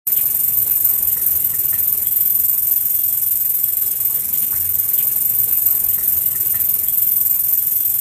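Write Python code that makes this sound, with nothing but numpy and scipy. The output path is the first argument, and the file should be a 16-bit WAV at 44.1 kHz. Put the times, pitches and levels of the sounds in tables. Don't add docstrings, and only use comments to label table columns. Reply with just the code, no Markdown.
import sys
import numpy as np
from scipy import signal
from scipy.fft import rfft, irfft
from scipy.io import wavfile
from scipy.ndimage import uniform_filter1d, map_coordinates

SR = 44100
rng = np.random.default_rng(int(sys.argv[2]) if len(sys.argv) > 2 else 0)


def to_wav(s):
    ch = np.atleast_2d(s).T
    pcm = np.round(np.clip(ch, -1, 1) * 32767)
    wavfile.write(sys.argv[1], SR, pcm.astype(np.int16))


N = 353020
T = np.arange(N) / SR
START_S, LOOP_S = .069, 4.814376


def amp(db):
    return 10 ** (np.asarray(db) / 20)


def evened(x):
    return x / np.sqrt(np.mean(x ** 2) + 1e-20)


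def add(mix, s, sound):
    part = mix[max(round(s * SR), 0):][:len(sound)]
    part += sound[:len(part)]


def ring(x, spectrum, size=4096):
    hz, db = np.transpose(spectrum)
    f = abs(np.fft.fftfreq(size, 1 / SR))
    log_gain = np.log(amp(np.interp(np.log(f + 1), np.log(hz), db)))
    response = np.fft.ifft(np.exp(np.conj(signal.hilbert(log_gain)))).real
    return evened(signal.oaconvolve(x, response)[:len(x)])


def band_noise(hz, width_hz, count):
    f = np.fft.rfftfreq(count, 1 / SR)
    resonance = 1 / (1 + ((f - hz) / width_hz * 2) ** 2)
    return evened(irfft(rfft(rng.standard_normal(count)) * resonance, count))


def wander(rate_hz):
    f = np.fft.rfftfreq(N, 1 / SR)
    lowpass = np.exp(-(f / rate_hz) ** 2)
    return evened(irfft(rfft(rng.standard_normal(N)) * lowpass, N))


def shimmer(x, depth_db, width_hz, length_s, size=1024):
    overlap = size * 3 // 4
    hz, t, z = signal.stft(x, SR, nperseg=size, noverlap=overlap)
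    rows, columns = np.meshgrid(hz / width_hz, t / length_s, indexing="ij")
    patches = map_coordinates(rng.standard_normal((512, 512)), [rows, columns], order=1, mode="wrap")
    coloured = z * amp(depth_db * evened(patches))
    return evened(signal.istft(coloured, SR, nperseg=size, noverlap=overlap)[1][:len(x)])


def foliage(x, echo_db, reach_s=0.032, count=14):
    out = x.copy()
    echo_gain = amp(echo_db) / np.sqrt(count)
    for delay, sign in zip(rng.uniform(.002, reach_s, count), rng.choice([-1, 1], count)):
        add(out, delay, sign * echo_gain * x)
    return out


def strokes():
    # time_s, strokes_per_s
    wing_rate = [(0.1, 20.36), (0.3, 22.91), (0.61, 21.41), (0.93, 22.76), (1.15, 20.18), (1.33, 22.66),
                 (1.47, 20.69), (2.66, 21.84), (3.81, 21.73), (3.92, 20.98), (4.53, 22.35), (4.8, 21.18)]
    # time_s, level_db
    effort = [(0.1, -17.5), (0.25, -18), (0.3, -21), (0.42, -17), (0.45, -19), (0.6, -16.5), (0.65, -21.5),
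              (0.71, -16), (0.8, -20.5), (0.85, -14.5), (1.0, -20.5), (1.14, -18), (1.17, -22.5),
              (1.25, -16), (1.47, -20), (1.49, -21.5), (1.65, -18.5), (1.71, -18), (1.76, -23.5),
              (1.79, -16.5), (1.96, -21), (2.3, -16.5), (2.63, -18.5), (2.72, -18), (2.86, -18.5),
              (3.02, -17.5), (3.08, -19), (3.26, -19), (3.5, -18.5), (3.81, -19.5), (3.89, -23),
              (4.05, -19.5), (4.12, -21), (4.16, -18), (4.25, -25), (4.33, -18), (4.52, -20.5), (4.63, -19),
              (4.72, -22.5), (4.82, -14), (4.84, -24)]
    jitter_s, ring_scatter_db, rasp_scatter_db = 0.00053, 0.9, 0.27
    beats = np.cumsum(np.interp(T, *np.transpose(wing_rate))) / SR
    beats -= np.interp(START_S, T, beats)
    s = np.interp(np.arange(int(beats[-1])), beats, T)
    late, ring_luck, rasp_luck = rng.standard_normal((len(s), 3)).T
    ring_level = np.interp(s, *np.transpose(effort)) + ring_scatter_db * ring_luck
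    return s + jitter_s * late, ring_level, rasp_scatter_db * rasp_luck


def teeth(rate_hz, jitter, uneven_db):
    tooth_rate = rate_hz * np.exp(jitter * wander(rate_hz))
    passed = np.floor(np.cumsum(tooth_rate) / SR)
    ticks = np.diff(passed, prepend=0) > 0
    return ticks * amp(uneven_db * rng.standard_normal(N))


def packets(grip_db):
    slip_hz, slip_jitter, slip_db = 400, .4, 5.5
    slips = np.cumsum(slip_hz * np.exp(slip_jitter * wander(slip_hz))) / SR
    strength = amp(grip_db * np.tanh(rng.standard_normal(N)))[slips.astype(int)]
    return evened(amp(-slip_db) + strength * np.sin(np.pi * slips) ** 2)


def snags(hz=13620, spread_hz=120):
    # peak_s, nominal level_db
    catches = [(.258, -12), (.265, -9.6), (.349, -10.2), (.588, -10.1), (.603, -12), (.699, -11.6),
               (.852, -8.3), (.863, -9.5), (.873, -11.6), (.902, -10.6), (1.266, -9.4), (1.272, -11.6),
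               (1.374, -11.6), (1.449, -9.8), (1.658, -10.7), (1.695, -12.2), (1.711, -12), (1.804, -10.6),
               (1.928, -8.1), (2.071, -7.9), (2.162, -11.8), (2.169, -11.8), (2.213, -11.3), (2.278, -12),
               (2.306, -9.3), (2.355, -11.3), (2.497, -9.7), (2.723, -11), (2.762, -11.3), (2.945, -12),
               (2.995, -10.6), (3.357, -12), (3.641, -7.6), (3.736, -12), (3.771, -11.8), (4.007, -14),
               (4.743, -12.5), (4.755, -10.7), (4.8, -11.5)]
    rise_s = .0016
    tone, share = np.zeros(N), np.zeros(N)
    t = np.arange(0, 10 * rise_s, 1 / SR)
    swell = (t / rise_s * np.exp(1 - t / rise_s)) ** 1.5
    detunes = 2 * rng.random(len(catches)) - 1
    for (s, db), detune in zip(catches, detunes):
        pitch = evened(np.sin(2 * np.pi * (hz + spread_hz * detune) * t))
        add(tone, s - rise_s, amp(db + 1.4) * swell * pitch)
        add(share, s - rise_s, swell)
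    chatter = amp(2 * np.tanh(wander(900)))
    return tone * chatter, np.clip(share, 0, 1)


def katydid():
    # time_after_start_s, pressure_db
    pressure_curve = [(-.005, -9), (-.0015, -0.5), (.0015, 1.04), (.007, 2.5), (.012, 1), (.018, 0.3),
                      (.023, -1), (.029, -1.4), (.034, -3.5), (.040, -7.5)]
    # frequency_hz, relative level_db
    membrane_spectrum = [(10000, -50), (11800, -27), (12250, -19), (12550, -12), (12900, -14), (13150, -8),
                         (13530, -3.5), (13650, -1), (13840, 0), (13930, -2), (14000, -26), (14600, -60)]
    # frequency_hz, relative level_db
    rasp_spectrum = [(1000, -52), (4700, -25), (5100, -15), (5700, -10.5), (6200, -11.5), (7000, -3),
                     (7400, -3.5), (7720, 2), (8050, 0), (8790, 3.5), (10000, 3), (10700, 0.5), (11550, 5),
                     (13900, 2.5), (14050, -7.5)]
    # frequency_hz, relative density_db_per_hz
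    brush_spectrum = [(40, -17), (75, -8), (130, 9), (400, 4), (1000, -1.5), (2400, 1), (3800, -4.5),
                      (4700, -14), (7000, -40)]
    ring_db, rasp_db, brush_db = 1.3, -25, -52
    ring_depth, rasp_depth, brush_depth = 1.09, 1.03, 4.5
    s, ring_level, rasp_level = strokes()
    stroke = np.clip(np.searchsorted(s + pressure_curve[0][0], T) - 1, 0, len(s) - 1)
    pressure_db = np.interp(T - s[stroke], *np.transpose(pressure_curve))

    membrane = ring(teeth(rate_hz=4800, jitter=.35, uneven_db=5.0), membrane_spectrum)
    envelope = abs(signal.hilbert(membrane))
    membrane = evened(membrane / (envelope + 0.13) ** 0.52)
    membrane_level = ring_level[stroke] + ring_db + ring_depth * pressure_db
    membrane = membrane * packets(grip_db=5.0) * amp(membrane_level)
    tone, share = snags()
    membrane = foliage(membrane * (1 - share) + tone, echo_db=-17)

    strikes = teeth(rate_hz=2600, jitter=.65, uneven_db=2)
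    strike_level = rasp_level[stroke] + rasp_depth * pressure_db + 1.38 * wander(120)
    rasp = ring(strikes * amp(strike_level), rasp_spectrum)
    rasp = shimmer(rasp, depth_db=2.7, width_hz=150, length_s=.045, size=512)
    rasp = foliage(rasp, echo_db=-13)
    singing = (T > START_S) & (T < START_S + LOOP_S)
    rasp = rasp / rasp[singing].std()

    brush_swell = amp(brush_depth * uniform_filter1d(pressure_db, size=300))
    brush = evened(ring(rng.standard_normal(N), brush_spectrum) * brush_swell)
    return membrane + amp(rasp_db) * rasp + amp(brush_db) * brush


def garden():
    # frequency_hz, relative density_db_per_hz
    air_spectrum = [(100, -22.5), (200, -6), (400, -2.5), (750, -4.5), (1000, -4.5), (1500, -8),
                    (2100, -6.5), (3200, -9), (4400, -8), (6000, -69), (10000, -57)]
    # frequency_hz, relative density_db_per_hz
    rumble_spectrum = [(12, -40), (20, -18), (31, -21), (44, -9), (58, -13), (81, -1.5), (220, -11),
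                       (290, -33), (480, -120)]
    # time_s, air_db, rumble_db
    breeze = [(0.07, -47.5, -51), (0.57, -49, -38.5), (0.71, -48, -45), (1.5, -49, -43), (1.98, -48.5, -44),
              (2.12, -51.5, -46.5), (3.52, -52.5, -47), (3.93, -48, -47), (4.73, -49, -44),
              (4.879, -48, -47)]
    # time_s, level_db
    drone_level = [(0, -84), (1.1, -68), (1.4, -55.5), (2.45, -49.5), (2.8, -80), (4.5, -77), (4.6, -40.5),
                   (4.88, -48.5)]
    air_db, rumble_db = 1.74, -1.5
    gust_db, leaf_db, drone_hz = -53, -55, 88
    s, *levels = np.transpose(breeze)
    air_level, rumble_level = (np.interp(T, s, level) for level in levels)
    air = ring(rng.standard_normal(N), air_spectrum)
    air = shimmer(air, depth_db=2.5, width_hz=411, length_s=.025, size=512)
    air = air * amp(air_level + air_db)
    gust_level = gust_db + 2 * (air_level - air_level.mean())
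    gust = band_noise(hz=306, width_hz=600, count=N) * amp(gust_level)
    rumble = ring(rng.standard_normal(N), rumble_spectrum, size=16384)
    rumble = rumble * amp(rumble_level + rumble_db + 1.5 * wander(26.0))
    hiss = band_noise(hz=2370, width_hz=2050, count=N)
    leaves = amp(leaf_db) * shimmer(hiss, depth_db=4, width_hz=130, length_s=.05)
    turns = np.cumsum(drone_hz * (1 + 0.027 * wander(7.7))) / SR
    drone = amp(np.interp(T, *np.transpose(drone_level))) * evened(np.sin(2 * np.pi * turns))
    flutter = amp(.9 * wander(30))
    return (air + gust + rumble + leaves) * flutter + drone


def rustles():
    # start_s, length_s, level_db, centre_hz, width_hz, glide_hz_per_s
    swells = [(0.137, 0.078, -41.5, 3250, 1000, -4000), (0.16, 0.082, -41.5, 2600, 1700, 0),
              (1.078, 0.067, -46.5, 2940, 900, 0), (0.999, 0.17, -38.5, 68, 40, 0),
              (1.308, 0.088, -39, 72, 50, 0), (2.037, 0.059, -47, 3300, 300, 0),
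              (4.077, 0.21, -46, 139, 50, 0), (4.148, 0.47, -47, 212, 60, -2),
              (4.308, 0.1, -42.5, 3460, 2400, 0), (4.399, 0.078, -42, 3140, 2400, 0),
              (4.514, .046, -36.5, 1400, 560, 23000), (4.528, 0.076, -44, 2060, 550, 4000)]
    out = np.zeros(N)
    for s, length, db, hz, width, glide in swells:
        count = round(length * SR)
        t = np.arange(count) / SR - length / 2
        noise = signal.hilbert(band_noise(hz, width, SR))[:count]
        swish = (noise * np.exp(1j * np.pi * glide * t ** 2)).real
        add(out, s, amp(db) * np.hanning(count) * swish)
    return out


def knocks():
    # start_s, nominal level_db
    blows = [(1.162, -41), (1.193, -44), (1.532, -40), (1.726, -36), (2.033, -48)]
    # frequency_hz, decay_per_s (times 4: width of the scatter in hz), level_db
    blow_modes = [(130, 40, -6), (969, 75, -8), (1320, 75, -8), (1550, 130, -11), (1826, 55, 0),
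                  (1895, 110, -4), (1985, 75, -3), (2430, 80, -15)]
    rise_s, gain_db, scatter_db = 0.003, 5.0, -5
    t60_s, tail_db, tail_t60_s = .055, -13, 0.5
    echo_s, echo_db = .048, -8.5
    out, t = np.zeros(N), np.arange(SR // 2) / SR
    rise = 1 - np.exp(-t / rise_s)
    fade = amp(-60 * t / t60_s) + amp(tail_db - 60 * t / tail_t60_s)
    for s, db in blows:
        modes, scatter = np.zeros(len(t)), np.zeros(len(t))
        for hz, decay, level in blow_modes:
            modes += amp(level) * np.exp(-decay * t) * np.sin(2 * np.pi * (hz * t + rng.random()))
            scatter += amp(level) * band_noise(hz, 4 * decay, len(t))
        blow = amp(db + gain_db) * rise * (modes + amp(scatter_db) * fade * evened(scatter))
        add(out, s, blow)
        add(out, s + echo_s, amp(echo_db) * blow)
    return out


def whistles():
    # start_s, level_db
    peeps = [(2.062, -47.5), (2.203, -49.5), (2.29, -53.5), (2.39, -54.5), (2.76, -54), (2.91, -53),
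             (2.98, -51), (3.1, -53.5), (3.22, -53.5), (3.63, -49), (3.73, -53.5), (3.87, -52.5)]
    rise_s, t60_s = .008, .45
    out, t = np.zeros(N), np.arange(SR // 2) / SR
    shape = np.minimum(t / rise_s, 1) * amp(-60 * t / t60_s)
    for s, db in peeps:
        add(out, s, amp(db) * shape * band_noise(hz=3320, width_hz=130, count=len(t)))
    return out


def scene():
    return (katydid() + garden() + rustles() + knocks() + whistles())[None]


def record(dry):
    edge_hz = 13975
    first, count = round(START_S * SR), round(LOOP_S * SR)
    looped = np.zeros_like(dry)
    looped[:, first:] = dry[:, first + np.arange(N - first) % count]
    lowpass = signal.firwin(2047, edge_hz, window=("kaiser", 9), fs=SR)
    return signal.oaconvolve(looped, lowpass[None], "same")


dry = scene()
out = record(dry)
to_wav(out)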